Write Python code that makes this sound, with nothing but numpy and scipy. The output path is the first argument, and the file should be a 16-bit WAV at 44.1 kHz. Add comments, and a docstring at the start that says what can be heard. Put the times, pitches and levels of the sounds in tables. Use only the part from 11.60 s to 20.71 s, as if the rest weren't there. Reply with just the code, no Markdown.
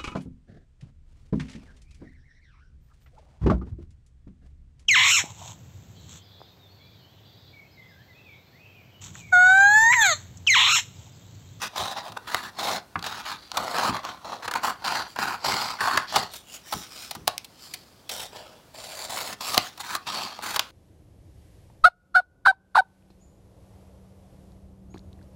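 """Scissors creep through a sheet of thick paper in short strokes, close to a microphone, over a small room's hush.
Fibres tear in dense random clumps, which are filtered to sound like the sheet, the blades and the air.
Soft bumps on the craft table, sharp snaps and ticks stand out; the moving sheet adds a low rumble.
Random echoes that die away make the small room."""
import sys
import numpy as np
from scipy import signal
from scipy.io import wavfile
from scipy.ndimage import uniform_filter1d

SR = 44100
rng = np.random.default_rng(int(sys.argv[2]) if len(sys.argv) > 2 else 0)


def wav_out(sig):
    """Save sig, one row per channel (or a flat mono array), as 16-bit PCM at SR to the path in sys.argv[1]."""
    wavfile.write(sys.argv[1], SR, np.round(np.clip(np.atleast_2d(sig).T, -1, 1) * 32767).astype(np.int16))


N = 401751  # length in samples

# Tone of the sheet. Each row: frequency as a share of the sheet pitch, relative level in dB per Hz.
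SHEET_BODY = [(0.147, -13.5), (.4, -19), (.58, -9), (.75, -2), (1.3, -4), (1.65, -13), (2.2, -17),
              (4.2, -36.5)]
# Airy top of the tearing. Each row: frequency in Hz, relative level in dB per Hz.
FIZZ = [(7000, 6.5), (9000, 0.5), (12500, -2.5), (16500, -1)]
# Low noise of the moving sheet and the table. Each row: frequency in Hz, relative level in dB per Hz.
RUMBLE = [(25, -6), (50, -1.5), (140, 6.5), (450, 1), (700, -32)]

FRAME, HOP = 512, 128  # samples in a short slice of sound, and from one slice to the next


def gain_of(db):
    """Turns decibels into a factor."""
    return 10 ** (np.asarray(db) / 20)


def evened(x):
    """Scales to an average strength (rms) of 1."""
    return x / np.sqrt(np.mean(x ** 2) + 1e-20)


def read(points, hz):
    """Reads a spectrum in dB between its points on a log-frequency axis; it falls steeply outside them."""
    f, db = np.transpose(points)
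    octaves_above = np.maximum(np.log2((hz + 1e-9) / f[-1]), 0)
    octaves_below = np.maximum(np.log2(f[0] / (hz + 1e-9)), 0)
    inside_db = np.interp(np.log(hz + 1e-9), np.log(f), db)
    return np.maximum(inside_db - 48 * (octaves_above + octaves_below), -80)


def colour(points):
    """Makes a filter of energy 1 with the given spectrum that reacts only after it is struck."""
    hz = abs(np.fft.fftfreq(8192, 1 / SR))
    log_gain = np.log(gain_of(read(points, hz)))
    # the Hilbert transform finds the timing that puts the energy as early as possible
    taps = np.fft.ifft(np.exp(np.conj(signal.hilbert(log_gain)))).real[:4096]
    return taps / np.linalg.norm(taps)


def through(x, taps):
    """Filters a sound and cuts it to the scene's length."""
    return signal.oaconvolve(x, taps)[:N]


def wander(ms):
    """Random drift of spread 1 that changes over the given time."""
    size = max(int(ms * SR / 1000), 2)
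    smoothed = uniform_filter1d(rng.standard_normal(N), size)
    return evened(uniform_filter1d(smoothed, size))


def room_hush():
    """Steady noise, filtered into the hush of a small room."""
    # Each row: frequency in Hz, relative level in dB per Hz.
    hush_tone = [(50, 15.5), (300, 9), (1000, 3), (2500, -7), (4300, -6.5), (16500, -13.5)]
    return gain_of(-56) * through(rng.standard_normal(N), colour(hush_tone))


def gestures():
    """The hand's effort in dB, the stroke in front at each moment, and the tone settings of every stroke."""
    # The blades bite, shear along and let go. Each row: start in seconds, length in seconds, effort in dB,
    # drift over the length in dB, time to fade 20 dB in ms, sheet level in dB relative to the effort,
    # fizz in dB relative to the effort, sheet pitch in Hz, bright band pitch in Hz.
    cuts = [(0.018, 0.063, -31, -7.5, 0.5, -1.15, -10.5, 1062, 6000),
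            (0.16, 0.16, -33.5, -5, 69, 1.5, -12.5, 932, 3920),
            (0.363, 0.028, -44, 8, 31, 5, -15, 970, 3860), (0.431, 0.054, -49.5, 4, 36, 7.5, -8, 943, 3950),
            (0.567, 0.0094, -48, 9, 1.5, 10.5, -9, 990, 3760),
            (0.673, 0.22, -41, -5.5, 20, 4.5, -7.5, 1236, 4300),
            (0.9868, 0.18, -33.5, 1, 31, 3, -12, 950, 3980),
            (1.442, 0.16, -40.5, -0.5, 73.5, 2, -12, 1200, 3920),
            (1.653, 0.066, -40, 3.5, 63, 2.5, -12.5, 1287, 4100),
            (1.941, 0.34, -43.5, 5, 60, 8, -8, 939, 4210), (2.143, 0.16, -38, 3.5, 23, 7.5, -11, 960, 4250),
            (2.327, 0.041, -43.5, 8.5, 42.5, 7.5, -13.5, 942, 4160),
            (2.433, 0.064, -45.5, 2, 117, 6.5, -13, 1040, 3820),
            (2.647, 0.09, -47, 2.5, 83, 7.5, -12.5, 900, 3830),
            (2.825, 0.032, -46, 8.5, 15, 8, -9.5, 1220, 4270),
            (2.955, 0.0212, -34.5, -8.5, 32, 11, -6.5, 1140, 4310),
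            (3.034, 0.067, -34, -4.5, 50, 9.5, -5.5, 1286, 4510),
            (3.244, 0.15, -33.5, -1, 88.5, 4.5, -14, 1170, 4600),
            (3.592, 0.15, -35.5, -6, 60, 9, -8, 1235, 4520),
            (3.845, 0.27, -28, -8, 92, 1.5, -14, 1004, 4560),
            (4.209, 0.18, -32.5, -7, 93, 9.5, -10, 1228, 4400),
            (4.525, 0.053, -37.5, 8, 101, 0.5, -12, 925, 4300),
            (6.513, 0.13, -38, -2, 79.5, -5, -5.5, 710, 3340),
            (6.725, 0.039, -48, 2, 241.5, 2.5, -8, 730, 3130),
            (7.143, 0.313, -49.5, 9.5, 51, -2, -3.5, 799, 4440),
            (7.496, 0.24, -37.5, -1.5, 17.5, 0, -4.5, 928, 4037),
            (7.809, 0.1284, -39.5, 8, 136, -3, -6.5, 940, 4560),
            (8, 0.067, -52, 9.5, 76, -5, -6, 1130, 3940), (8.197, 0.0075, -42.5, 9, 25, -2, -4, 1110, 4350),
            (8.234, 0.13, -46.5, 9.5, 14.5, 3, -5, 1320, 4270),
            (8.469, 0.17, -36, 0.5, 178.5, -1, -13.5, 912, 4530),
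            (8.825, 0.14, -39, 2.5, 2, 2.5, -5, 1190, 4300),
            (8.993, 0.0255, -45, -2, 150, -2, -9.5, 1140, 4280)]
    # The loose strip and the sheet brush over each other. Each row: loudest moment in seconds, effort in dB,
    # time to swell 20 dB in ms, time to fade 20 dB in ms, fizz in dB relative to the effort,
    # bright band pitch in Hz.
    slides = [(1.84, -49.5, 153.5, 199.5, -17, 4260), (3.501, -51.5, 141, 150.5, -5, 4450),
              (4.497, -35, 30, 97, -17.5, 4520), (4.765, -42, 71, 62.5, -0.5, 3520),
              (4.947, -43, 95, 62, 0.5, 2840), (5.08, -45.5, 30, 199.5, -2.5, 5570),
              (5.184, -40.5, 129, 110, -3.5, 5500), (5.432, -42.5, 379, 180, -5, 5440),
              (6.045, -47.5, 125, 317.5, -3.5, 4720)]
    bite_ms, lead_db, lead_ms = 4.8, -13, 69  # a quick bite after a faint slow lead-in; ms per 20 dB
    cut_band_db = 7
    slide_sheet_db, slide_sheet_hz, slide_band_db = -10, 980, 9.5
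    rest_db = -69  # effort between strokes

    ms = 1000 * np.arange(N) / SR
    shapes = []
    for s, length, db, drift_db, fade_ms, *_ in cuts:
        since, hold = ms - 1000 * s, 1000 * length
        rise_db = np.maximum(20 * since / bite_ms, lead_db + 20 * since / lead_ms) * (since < 0)
        shear_db = drift_db * np.clip(since / hold, 0, 1)
        fade_db = 20 * np.maximum(since - hold, 0) / fade_ms
        shapes.append(db + rise_db + shear_db - fade_db)
    for s, db, swell_ms, fade_ms, *_ in slides:
        since = ms - 1000 * s
        shapes.append(db + 20 * np.minimum(since / swell_ms, -since / fade_ms))
    shapes = np.array(shapes, np.float32)
    power = gain_of(2 * rest_db) + gain_of(2 * np.maximum(shapes, -150)).sum(axis=0)
    tones = [(*row[5:], cut_band_db) for row in cuts]
    tones += [(slide_sheet_db, fizz, slide_sheet_hz, band_hz, slide_band_db) for *_, fizz, band_hz in slides]
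    return 10 * np.log10(power), shapes.argmax(axis=0), np.transpose(tones)


def fibres(per_s, spread_db, level_db):
    """Fibres part at random moments, each a tiny click up or down; a few are large."""
    size = gain_of(spread_db * np.minimum(rng.exponential(1, N), 5))
    direction = rng.choice([-1., 1.], N)
    parts_now = rng.random(N) < per_s / SR
    return gain_of(level_db) * evened(size * direction * parts_now)


def shaped(force, db):
    """Colours a force by a spectrum that may change from slice to slice, evened to leave its level alone."""
    slices = signal.stft(force, nperseg=FRAME, noverlap=FRAME - HOP)[2]
    gain = gain_of(db)
    slices *= gain / np.sqrt(np.mean(gain ** 2, axis=0))
    return signal.istft(slices, nperseg=FRAME, noverlap=FRAME - HOP)[1][:N]


def strokes(effort_db, now, tones, patchy_db=2.1):
    """The edge sticks and slips: clumps of tearing drive sheet, blades and air, coloured anew in each stroke."""
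    # Tone of the tearing at the blades. Each row: frequency in Hz, relative level in dB per Hz.
    tear = [(1300, -4), (2000, -4.5), (3400, -0.5), (5300, -3), (6000, -5.5), (8200, -28), (10000, -61.5)]
    # Bright bands of the tearing. Each row: multiple of the bright band pitch, width in Hz,
    # share of the stroke's bright band dB.
    bright_bands = [(1, 507, 1), (1.62, 598, 0.39), (2.45, 500, 0.5)]
    sheet_db, fizz_db, sheet_hz, band_hz, band_db = tones
    rumble_db = -17.5 + 0.58 * sheet_db  # the rumble follows the sheet level of the stroke
    hz = np.fft.rfftfreq(FRAME, 1 / SR)[:, None]
    frame = now[np.minimum(np.arange(-(-N // HOP) + 1) * HOP, N - 1)]  # stroke in front in each slice
    clumped_db = effort_db + 1.5 * wander(ms=11) + 2.0 * wander(ms=2)

    # every grip of the sheet favours other narrow bands, which drift as it bends
    grip = evened(uniform_filter1d(rng.standard_normal((len(sheet_db), len(hz))), size=3))[frame]
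    bend = uniform_filter1d(rng.standard_normal(grip.shape), size=5)
    bend = evened(uniform_filter1d(bend, size=20, axis=0))
    grip_db = patchy_db * (grip + bend).T

    drift = wander(ms=90)[::HOP][np.minimum(np.arange(len(frame)), N // HOP)]
    drifting_hz = band_hz[frame] * (1 + .012 * drift)
    peaks = sum(share * np.exp(-((hz - k * drifting_hz) / width) ** 2) for k, width, share in bright_bands)
    bright_db = band_db[frame] * peaks

    sheet_force = fibres(3000, 1.43, clumped_db + sheet_db[now])
    sheet = shaped(sheet_force, read(SHEET_BODY, hz / sheet_hz[frame]) + grip_db)
    blades = shaped(fibres(5000, 1.48, clumped_db), read(tear, hz) + bright_db + grip_db)
    # a harder push tears brighter
    air_force = fibres(14000, 2.0, clumped_db + fizz_db[now] + 0.27 * (effort_db + 45.5))
    fizz = shaped(air_force, read(FIZZ, hz) + bright_db + grip_db)

    # the heavy sheet follows the hand sluggishly, in lumps
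    push = uniform_filter1d(gain_of(np.maximum(effort_db, -55) + rumble_db[now]), size=2500)
    push = push * gain_of(3.5 * wander(ms=35))
    rumble = push * through(rng.standard_normal(N), colour(RUMBLE))
    return sheet + blades + fizz + rumble


def thumps():
    """The hand or the sheet bumps the table: a soft swell of dull rumble that dies away."""
    # Each row: start in seconds, level in dB before the swell curve.
    bumps = [(0.189, -32), (0.493, -39), (1.355, -29), (1.989, -34), (2.279, -23), (3.861, -31),
             (4.56, -29), (5.139, -30.5), (5.557, -37), (5.609, -42.5)]
    swell_ms, top_hz = 16.8, 260  # time to the loudest point; treble fades above top_hz
    t, push = np.arange(N) / SR, np.zeros(N)
    for s, db in bumps:
        u = np.clip(1000 * (t - s) / swell_ms, 0, 50)
        push += gain_of(db) * u * np.exp(-u)
    noise = through(rng.standard_normal(N), colour(RUMBLE))
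    dull = signal.lfilter(*signal.butter(1, top_hz, fs=SR), noise)
    return push * evened(dull)


def sheet_knock(pitch_hz, ring_share=.35):
    """A blow on the sheet gives a broad thud at the pitch of its grip and a few ringing tones."""
    # Each row: frequency in Hz, relative level in dB, time to fade 60 dB in seconds.
    sheet_modes = [(775, -9, .15), (856, -1, .055), (1001, -3, .08), (1104, -6, .09), (1195, -6, .11)]
    t = np.arange(4096) / SR
    ring = sum(gain_of(db - 60 * t / t60) * np.sin(2 * np.pi * hz * t) for hz, db, t60 in sheet_modes)
    thud = colour([(share * pitch_hz, 1.09 * db) for share, db in SHEET_BODY])
    share = np.clip(ring_share, 0, 1)
    return np.sqrt(share) * ring / np.linalg.norm(ring) + np.sqrt(1 - share) * thud


def snaps(now, tones, fizz_lift_db=-1.0, sheet_slower=1.454, crack_ms=1.5):
    """A snap or tick strikes blades, sheet and air with a dying burst; the briefer, the more a clean crack."""
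    # Each row: start in seconds, blow on the blades in dB, blow on the sheet in dB, time scale in ms.
    blows = [(0.5192, -37, -33.5, 4.7), (0.745, -12.5, -6.5, 1.903), (1.3556, -65.5, -11, 2.875),
             (1.391, -32, -36, 3), (1.4252, -28, -28, 2.8), (1.4421, -25, -36, 1.1),
             (1.4624, -22.5, -22, 6.8), (1.9163, -21, -27, 1.8), (1.9698, -15.5, -14.5, 5.4),
             (2.1833, -18, -16.5, 2.13), (2.4495, -25.5, -23.5, 2.03), (2.8774, -25.5, -18.5, 5.6),
             (2.911, -24, -22, 4.7), (2.9373, -22, -15, 2.56), (3.2206, -41, -31, 2.2),
             (3.56, -33, -21, 3.6), (3.5878, -23, -11, 1.36), (4.373, -12, -7.5, 3.4),
             (4.5385, -33.5, -22, 8.3), (4.5577, -10.5, -12, 7.6), (4.735, -33.5, -37, 7.2),
             (5.1225, -24.5, -23, 8.2), (5.136, -23, -21.5, 2.49), (5.509, -22, -31.5, 5),
             (5.5496, -29.5, -30, 5.3), (5.6726, -21, -22.5, 7.8), (5.6779, -4.5, -7, 1.04),
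             (5.7794, -15.5, -40, 1.39), (5.844, -33.5, -51.5, 5.7), (6.1366, -24.5, -45, 6.3),
             (6.4916, -24, -37, 8.2), (7.942, -18, -21.5, 5.7), (7.9712, -22, -15.5, 2.3),
             (7.978, 0.5, -4, 1.45), (8.1749, -36.5, -38.5, 5.2), (8.3505, -17.5, -15.5, 2.7),
             (8.7893, -34, -23, 1.9), (8.8138, -33.5, -40.5, 0.73), (8.96, -16.5, -18, 5.2),
             (8.993, -8.5, -16.5, 3)]
    # Tone of the struck blades. Each row: frequency in Hz, relative level in dB per Hz.
    clack_tone = [(1500, -10), (2200, -1.5), (4400, 3), (5400, -2.5), (8200, -9.5)]
    out, t = np.zeros(N + 8192), np.arange(2048) / SR
    fizz_db, sheet_hz = tones[1], tones[2]
    clack, air = colour(clack_tone), colour(FIZZ[1:])
    bursts = rng.choice([-1., 1.], (len(blows), 3, 2048))
    for (s, blade_db, sheet_db, ms), burst in zip(blows, bursts):
        at = round(s * SR)
        # rows from here on: blades, sheet (slower), air (as fizzy as the stroke it falls in)
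        u = 1000 * t / max(ms, .1) / np.array([[1], [sheet_slower], [1]])
        blow_db = [blade_db, sheet_db, blade_db + fizz_lift_db + fizz_db[now[at]]]
        slip = u * np.exp(1 - 2 * u)
        crack = np.exp(-(ms / crack_ms) ** 2)  # share of the energy in one clean click
        push = np.sqrt(1 - crack) * burst * slip
        push[range(len(slip)), slip.argmax(axis=1)] += np.sqrt(crack) * np.linalg.norm(slip, axis=1)
        bodies = [clack, sheet_knock(sheet_hz[now[at]]), air]
        sound = signal.fftconvolve(push * gain_of(blow_db)[:, None], bodies, axes=1).sum(axis=0)
        out[at:at + len(sound)] += sound
    return out[:N]


def room(x, t60=0.23, treble_hz=2500):
    """Dense random echoes, dulled, that fade 60 dB in t60 seconds."""
    t = np.arange(SR // 2) / SR
    taps = rng.standard_normal(len(t)) * (t > .004) * gain_of(-60 * t / t60)
    taps = signal.lfilter(*signal.butter(1, treble_hz, fs=SR), taps)
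    return through(x, taps / np.linalg.norm(taps))


def scene():
    """Cutting, snaps and bumps with their echoes in the room, over its hush."""
    effort_db, now, tones = gestures()
    near = strokes(effort_db, now, tones) + snaps(now, tones) + thumps()
    return (near + gain_of(-17.0) * room(near) + room_hush())[None]


def record(dry):
    """The microphone drops the deepest bass, clips peaks beyond full scale and cuts the highest treble."""
    edge_hz = 15950
    thinned = signal.sosfilt(signal.butter(2, 45, "high", fs=SR, output="sos"), dry)
    clipped = np.clip(thinned, -1, 1)
    band_limit = signal.firwin(255, edge_hz, window=("kaiser", 7), fs=SR)
    return signal.oaconvolve(clipped, band_limit[None], "same")


dry = scene()
out = record(dry)
wav_out(out)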